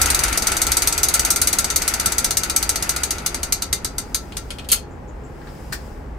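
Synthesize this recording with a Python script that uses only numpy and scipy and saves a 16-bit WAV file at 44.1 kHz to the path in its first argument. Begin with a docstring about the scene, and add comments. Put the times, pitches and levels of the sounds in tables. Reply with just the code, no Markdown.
"""A rapid ticking is heard first: a bicycle freewheel coasts down in a small tiled room.
One speed curve times the pawl's drops, strong and weak in a repeating round, and sinks the bearing whir.
Each blow on metal is a crack, a noise-like crowd of weak modes and a few clear decaying sines.
Loose metal ticks, the drive catches with one hard clack and chatters, and a last knock follows.
Filtered noise gives the low room rumble, a faint rub, and soft bumps and brushes of the hand."""
import sys
import numpy as np
from scipy import signal
from scipy.fft import rfft, irfft, next_fast_len
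from scipy.io import wavfile
from scipy.ndimage import uniform_filter1d, minimum_filter1d

SR = 44100
rng = np.random.default_rng(int(sys.argv[2]) if len(sys.argv) > 2 else 0)


def dump(signal):
    """Clip the signal to [-1, 1] and save it as 16-bit WAV at the path in sys.argv[1]."""
    limited = np.clip(np.atleast_2d(signal).T, -1, 1)
    pcm = np.round(limited * 32767).astype(np.int16)
    wavfile.write(sys.argv[1], SR, pcm)


N = 272538

# Hub speed as it coasts, then drags to a stop: (time [s], tooth rate [teeth/s])
HUB_SPEED = [(0, 23.34), (.58, 20.129), (.98, 18.76), (2.31, 15.847), (2.73, 15.273), (3.12, 13.403),
             (3.62, 9.844), (4.4, 3.284), (4.72, 0)]
# How hard the pawl drops: (time [s], relative level [dB])
PAWL_FORCE = [(0, -5), (.33, -11), (.55, -7.5), (1.2, -4), (1.9, -8), (2.4, -6.5), (3.15, -10.5),
              (3.55, -8.5), (4.15, -10), (4.37, -13)]
# Uneven teeth, repeated round after round: (level offset of each tooth [dB])
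TOOTH_OFFSETS = [1.8, -3, 1.1, 0.8, -1.5, 2, -4.5, -3.5, 3, -3, 1.8, -2.6, -2.5]
# Clear modes of hub and sprockets: (frequency [Hz], relative level [dB], T60 [s])
HUB_MODES = [(1346, -13, 0.24), (1940, -22, .1), (2085, -14.5, 0.11), (2376, -14, 0.1), (2756, -25, 0.11),
             (2860, -14.5, 0.091), (3580, -18.5, 0.16), (3867, -13.5, 0.12), (4120, -14.5, 0.12),
             (4630, -10, 0.1), (4650, -12.5, 0.11), (5810, -6.5, 0.062), (6300, -24, 0.068),
             (6500, -12, 0.093), (6850, -18, 0.11), (8110, -2, 0.072), (8290, -1, 0.027), (9600, 3, 0.04),
             (10450, -30, 0.051), (13200, -19, 0.055)]
# The crowd of weaker hub modes: (frequency [Hz], relative level per Hz [dB])
HUB_CROWD = [(300, -16.5), (1000, -9.5), (2200, -9), (2800, -13), (3800, -3), (4700, 1), (5400, -4),
             (6300, 6.5), (7300, -3.5), (9300, 4.5), (11500, -2.5), (13700, -1), (14200, -13),
             (15700, -20.5)]

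# Loose metal ticks, then the catch and its chatter:
# (time [s], relative level [dB], brightness [dB/octave])
CLACKS = [(4.3217, -30, -14.5), (4.505, -22.5, -8.5), (4.511, -28, -12), (4.585, -28, -12.5),
          (4.593, -29.5, -14), (4.645, -36, -11.5), (4.688, -19.5, -3), (4.700, -22, -8), (4.71, -21.5, -6),
          (4.7172, -0.5, 3), (4.7222, -7, 0.5), (4.724, -12.5, -10), (4.727, -14.5, -7)]
# Clear modes of the drive: (frequency [Hz], relative level [dB], T60 [s])
CLACK_MODES = [(1373, -18.5, 0.14), (2520, -16.5, 0.11), (3200, -9, 0.066), (4300, -11, 0.07),
               (5000, -23, .1), (6600, -8, 0.072), (7060, -21, 0.12), (8800, -1, 0.0408), (9300, -6, 0.086),
               (10340, -5, 0.066), (13380, -4.5, 0.058)]
# The crowd of weaker drive modes: (frequency [Hz], relative level per Hz [dB])
CLACK_CROWD = [(100, -48), (400, -14), (1100, -17), (1900, -14), (2500, -9), (2900, -6), (3300, -4.5),
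               (3750, -6), (4300, -1.5), (5800, -7.5), (7600, -4.5), (9200, 4.5), (12000, -1),
               (15000, -6.5), (16000, -26)]

# Knocks on the frame as the bicycle is moved: (time [s], relative level [dB], brightness [dB/octave])
KNOCKS = [(5.415, -40, -23), (5.471, -35.5, -15), (5.483, -43, -12), (5.7228, -28, -2), (5.726, -18.5, -2),
          (5.7296, -22.5, 1.5), (5.7315, -27, 6)]
# Clear modes of the frame: (frequency [Hz], relative level [dB], T60 [s])
KNOCK_MODES = [(1650, 2.5, 0.049), (1810, -2, 0.076), (2120, -9, 0.061), (4440, 0, .04), (4540, 0, 0.043),
               (5030, -11, .11), (8700, -7, .04)]
# The crowd of weaker frame modes: (frequency [Hz], relative level per Hz [dB])
KNOCK_CROWD = [(300, -26), (1100, -3), (1800, 8.5), (3000, -6.5), (4500, 4), (6500, -4), (8600, 0.5),
               (11500, -5), (15700, -7)]

# Colour of the rolling bearings: (frequency [Hz], relative level per Hz [dB])
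WHIR_COLOUR = [(60, 5), (130, -7.5), (200, -6), (340, -1.5), (560, -6.5), (820, -0.5), (1050, -6),
               (1350, 6), (1750, -1.5), (2200, 4.5), (3100, -4.5), (6000, -13), (11000, -8), (15000, -21)]
# Resonances the bearings keep ringing: (frequency [Hz], width [Hz], relative level [dB])
WHIR_RINGS = [(720, 80, -6), (926, 35, -3), (1340, 80, -3), (1464, 41, -1), (1795, 49, -4),
              (1970, 48, -4.5), (2550, 180, -9), (4780, 85, -3.5)]

# Rub as the drive creeps to rest and as the bicycle shifts: (time [s], length [s], level [dB])
RUBS = [(4.052, .5, -51), (5.523, 0.35, -50)]
# Colour of the rub: (frequency [Hz], relative level per Hz [dB])
RUB_COLOUR = [(1500, 0.5), (4300, -8), (5050, 1), (5800, -6.5), (9000, -7), (15000, -11.5)]
# Soft bumps of the hand: (time [s], level [dB], centre frequency [Hz])
BUMPS = [(.66, -31, 161), (2.064, -26, 142), (2.808, -33, 135), (5.70, -31.5, 152)]
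# Faint brushing in the lull: (time [s], level [dB], centre frequency [Hz])
BRUSHES = [(4.905, -60, 7150), (5.075, -57, 6930), (5.235, -55.5, 7300)]

# Colour of the room rumble: (frequency [Hz], relative level per Hz [dB])
RUMBLE_COLOUR = [(40, -17.5), (100, -5.5), (140, -1), (200, -1.5), (330, -4.5), (520, -8), (840, -11),
                 (1250, -16), (1850, -19.5), (3600, -36.5), (8000, -42), (16000, -55)]
# Low room resonances that drone: (frequency [Hz], width [Hz], relative level [dB])
DRONE_RESONANCES = [(140, 14, -1.5), (197.5, 8, -12), (260, 9.9, -5.5), (342.3, 3.3, -7),
                    (417.7, 9.7, -3.5), (507, 14, -8), (829, 16, -6)]
# Colour of the deep boom: (frequency [Hz], relative level per Hz [dB])
BOOM_COLOUR = [(25, -13.5), (42, -5), (64, -1.5), (85, -9), (115, -20.5), (400, -65)]
# Decay of the room: (frequency [Hz], T60 [s])
ROOM_T60 = [(500, 0.29), (2000, 0.19), (6000, .19), (10000, 0.12), (15000, 0.12)]

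# Likeness of the two noise channels: (frequency [Hz], correlation [0 to 1])
LIKENESS = [(60, 1), (120, 0.86), (350, 0.76), (700, 0.34), (2000, 0.22), (7000, 0.35)]
# Stereo balance: (frequency [Hz], left minus right level [dB])
BALANCE = [(60, 0), (170, -2.5), (350, 1), (700, 3), (3000, 3), (5500, 3.5), (6500, 6.5), (7400, 2),
           (8000, 0)]
# Treble phase lag of the right channel: (frequency [Hz], phase [rad])
PHASE_LAG = [(8100, 0), (8600, -.7), (9100, -2.2), (9600, -3.14), (10000, -3.8), (10800, -6.1),
             (11400, -6.5), (12100, -8.6), (13000, -9.9), (13700, -12.4), (14700, -12.9), (16000, -14.2)]

FIRST_TOOTH_S = 0.0149
GRAZE_S, GRAZE_DB = 3.18, -11  # the pawl only grazes the tooth nearest this time
BRIGHTENING, USUAL_DB = 0.37, -7  # dB/octave gained per dB above the usual strength
CONTACT_S, CRACK_S = 0.0002, 0.0008  # time constants of a blow's onset and of its crack
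MODE_WANDER_HZ, MODE_WANDER_SHARE = 18, 0.0059  # chance shift: fixed part, share of mode frequency
RUB_SWELL_DB_PER_S, RUB_FADE_DB_PER_S = 43, 62
BOOM_DB, BOOM_EXTRA_DB, BOOM_SETTLE_S = -35.5, 7, 0.81  # settled level, initial excess, time constant
EDGE_HZ = 15850  # upper band limit


def ratchet(level_db=-4, slip_db=-17):
    """Impulsive excitation: the pawl slips off each tooth tip, then drops and rings the hub."""
    out = np.zeros((2, N))
    slip_s, drop_s = -0.0007, 0.0005  # relative to the passing of the tooth
    times = tooth_times()
    strengths = follow(PAWL_FORCE, times) + np.resize(TOOTH_OFFSETS, len(times))
    strengths[np.argmin(abs(times - GRAZE_S))] += GRAZE_DB
    for time, db in zip(times, strengths):
        # a harder drop is brighter
        tilt_db = BRIGHTENING * (db - USUAL_DB)
        for offset, part_db in ((slip_s, slip_db), (drop_s, 0)):
            click = strike(HUB_MODES, HUB_CROWD, tilt_db, t60=0.067, ring_db=-9, crack_db=-10)
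            add(out, time + offset, gain_of(db + part_db + level_db) * click)
    return out


def tooth_times():
    """Integration of angular speed: a tooth passes whenever the running count reaches a whole number."""
    t = np.arange(round(FIRST_TOOTH_S * SR), N) / SR
    passed = np.cumsum(follow(HUB_SPEED, t)) / SR
    teeth = np.arange(int(passed[-1]) + 1)
    return np.interp(teeth, passed, t)


def clacks(level_db=-4, ring_growth=0.16):
    """Impact across play: small dead ticks, then a hard chattering stop whose metal rings more."""
    out = np.zeros((2, N))
    for time, db, tilt_db in CLACKS:
        ring_db = ring_growth * db - 4.0
        blow = strike(CLACK_MODES, CLACK_CROWD, tilt_db, t60=0.076, ring_db=ring_db, crack_db=-5.5)
        add(out, time, gain_of(db + level_db) * blow)
    return out


def knocks(level_db=-5, ring_growth=0.69):
    """Modal response of the frame: the lighter the blow, the less it rings."""
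    out = np.zeros((2, N))
    for time, db, tilt_db in KNOCKS:
        ring_db = ring_growth * db + 5.0
        blow = strike(KNOCK_MODES, KNOCK_CROWD, tilt_db, t60=0.1, ring_db=ring_db, crack_db=-9)
        add(out, time, gain_of(db + level_db) * blow)
    return out


def strike(modes, body, tilt_db, t60, ring_db, crack_db, size=16384):
    """Modal superposition: a short crack, a dense crowd of modes and a few clear decaying sines."""
    t = np.arange(size) / SR
    hz, db, ring_t60 = np.transpose(modes)[:, :, None]

    def tilt(f):
        """Contact stiffness: a spectral slope above 3 kHz, zero at 6 kHz and level below 3 kHz."""
        return tilt_db * np.log2(np.maximum(f, 3000) / 6000)

    crowd = noise([(f, level + tilt(f)) for f, level in body], size)
    crack_envelope = gain_of(crack_db) * np.exp(-t / CRACK_S)
    crowd *= gain_of(-60 * t / t60) + crack_envelope
    # every blow lands at another spot, so the modes take uneven shares and shift a little
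    share, shift = rng.standard_normal((2, len(hz), 1))
    db = db + tilt(hz) + 2.5 * share
    hz = hz + (MODE_WANDER_HZ + MODE_WANDER_SHARE * hz) * shift
    # a common random phase, with a small difference between the channels
    phase = 2 * np.pi * rng.random(hz.shape) + 0.4 * rng.standard_normal((2, len(hz), 1))
    sines = np.sin(2 * np.pi * hz * t + phase)
    clear = (gain_of(db - 60 * t / ring_t60) * sines).sum(1)
    onset = 1 - np.exp(-t / CONTACT_S)
    return (crowd + gain_of(ring_db) * clear) * onset


def whir(low_db=-30, high_db=-27, rings_db=-32, low_power=1.52, high_power=2.64, ring_power=1.76,
         grit_db=1.5, wobble_db=2.0, split_hz=1000):
    """Rolling noise: power laws in speed make the bearings' treble fade faster than their bass."""
    speed = follow(HUB_SPEED, np.arange(N) / SR) / follow(HUB_SPEED, 0)
    roll = noise(WHIR_COLOUR, N)
    lowpass = signal.butter(2, split_hz, fs=SR, output="sos")
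    low = signal.sosfiltfilt(lowpass, roll)
    # balls run over specks in the races, under a load that wobbles: the hiss is gritty
    specks = evened(uniform_filter1d(rng.standard_normal(N), size=130))
    load = evened(uniform_filter1d(rng.standard_normal(N), size=3000))
    grit = evened(gain_of(grit_db * specks + wobble_db * load))
    body = gain_of(low_db) * evened(low) * speed ** low_power
    hiss = gain_of(high_db) * grit * evened(roll - low) * speed ** high_power
    # the same grit keeps the hub ringing
    ringing = resonate(grit * noise(WHIR_COLOUR, N), WHIR_RINGS)
    rings = gain_of(rings_db) * ringing * speed ** ring_power
    return body + hiss + rings


def rubbing():
    """Friction noise: one coloured noise swells, holds and fades at constant dB rates."""
    t = np.arange(N) / SR
    out = np.zeros((2, N))
    rub = noise(RUB_COLOUR, N)
    for start, length, db in RUBS:
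        swell_db = RUB_SWELL_DB_PER_S * np.maximum(start - t, 0)
        fade_db = RUB_FADE_DB_PER_S * np.maximum(t - start - length, 0)
        out += gain_of(db - swell_db - fade_db) * rub
    return out


def hand_touches():
    """Band-limited noise bursts: low, wide bands for bumps and high, narrow ones for brushes."""
    out = np.zeros((2, N))
    for time, db, hz in BUMPS:
        add(out, time, gain_of(db) * puff(hz, octaves=0.77, rise=0.0078))
    for time, db, hz in BRUSHES:
        add(out, time, gain_of(db) * puff(hz, octaves=0.18, rise=0.015))
    return out


def room_rumble(rumble_db=-39, drone_db=-44):
    """Resonant filtering of noise: a steady rumble and drone, and a boom that settles exponentially."""
    t = np.arange(N) / SR
    rumble = gain_of(rumble_db) * noise(RUMBLE_COLOUR, N)
    drone = gain_of(drone_db) * resonate(noise(RUMBLE_COLOUR, N), DRONE_RESONANCES)
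    boom_db = BOOM_DB + BOOM_EXTRA_DB * np.exp(-t / BOOM_SETTLE_S)
    return rumble + drone + gain_of(boom_db) * noise(BOOM_COLOUR, N)


def room(x, delay=0.0028):
    """Reverberation by convolution: tiles give dense reflections whose treble dies first."""
    hz, t, z = signal.stft(rng.standard_normal((2, SR // 2)), SR, nperseg=256)
    decay = gain_of(-60 * t / read(ROOM_T60, hz)[:, None])
    tail = signal.istft(z * decay, SR, nperseg=256)[1]
    # silent up to the delay [s], then rising to full over an equal time
    tail *= np.clip(np.arange(tail.shape[1]) / SR / delay - 1, 0, 1)
    return signal.fftconvolve(x, tail / np.linalg.norm(tail[0]), axes=1)[:, :N]


def noise(spectrum, size):
    """Partial coherence: stereo noise of a given colour and rms 1, most alike in the bass."""
    hz = np.fft.rfftfreq(size, 1 / SR)
    a, b = rfft(rng.standard_normal((2, size)))
    same = np.clip(read(LIKENESS, hz), 0, 1)
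    pair = np.array([a, same * a + np.sqrt(1 - same ** 2) * b])
    highpass = hz / np.hypot(hz, 20)
    return evened(irfft(pair * gain_of(read(spectrum, hz)) * highpass, size))


def resonate(x, peaks):
    """Parallel resonance: x through a bank of peak filters of given bandwidth, at rms 1."""
    total = 0
    for hz, width, db in peaks:
        b, a = signal.iirpeak(hz, hz / width, SR)
        total = total + gain_of(db) * evened(signal.lfilter(b, a, x))
    return evened(total)


def puff(hz, octaves, rise):
    """Amplitude modulation: a soft swell of noise around one frequency, peaking after the rise [s]."""
    u = np.arange(SR // 5) / SR / rise
    band = [(hz / 8 ** octaves, -40), (hz / 2 ** octaves, -10), (hz, 0),
            (hz * 2 ** octaves, -14), (hz * 8 ** octaves, -60)]
    return u * np.exp(1 - u) * noise(band, len(u))


def gain_of(db):
    """Logarithmic level: decibels to amplitude."""
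    return 10 ** (np.asarray(db) / 20)


def evened(x):
    """Normalisation of mean power: scales to rms 1."""
    return x / np.sqrt(np.mean(x ** 2) + 1e-20)


def read(points, hz):
    """Logarithmic pitch: interpolates a spectrum table on a log-frequency axis."""
    f, value = np.transpose(points)
    return np.interp(np.log(hz + 1), np.log(f + 1), value)


def follow(curve, s):
    """Linear interpolation: reads a control curve at times s."""
    return np.interp(s, *np.transpose(curve))


def add(mix, s, sound):
    """Superposition: mixes a stereo sound in at time s."""
    part = mix[:, max(round(s * SR), 0):][:, :sound.shape[1]]
    part += sound[:, :part.shape[1]]


def scene(room_db=-8):
    """Superposition of sources: metal blows with their reverberation, the whir and the background."""
    metal = ratchet() + clacks() + knocks()
    background = rubbing() + hand_touches() + room_rumble()
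    return metal + gain_of(room_db) * room(metal) + whir() + background


def record(dry, ceiling=0.89):
    """Interchannel level and phase: a mostly shared, phase-shifted treble; then limiter and band limit."""
    size = next_fast_len(N + SR // 10)
    hz = np.fft.rfftfreq(size, 1 / SR)
    left, right = rfft(dry, size)
    shared = np.clip(read([(7000, 0), (8200, 0.85)], hz), 0, 1)
    right = (shared * left + (1 - shared) * right) / np.sqrt(1 - shared * (1 - shared))
    # half of the level difference goes to each side
    lean = gain_of(read(BALANCE, hz) / 2)
    twist = np.exp(-1j * np.interp(hz, *np.transpose(PHASE_LAG)))
    pair = irfft(np.array([left * lean, right / lean * twist]), size)[:, :N]
    # the limiter dips for about a millisecond either side of each overshoot
    headroom = np.minimum(1, ceiling / (abs(pair).max(0) + 1e-9))
    limited = pair * uniform_filter1d(minimum_filter1d(headroom, size=45), size=45)
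    lowpass = signal.firwin(301, EDGE_HZ, window=("kaiser", 8), fs=SR)
    return signal.oaconvolve(limited, lowpass[None], "same")


dry = scene()
out = record(dry)
dump(out)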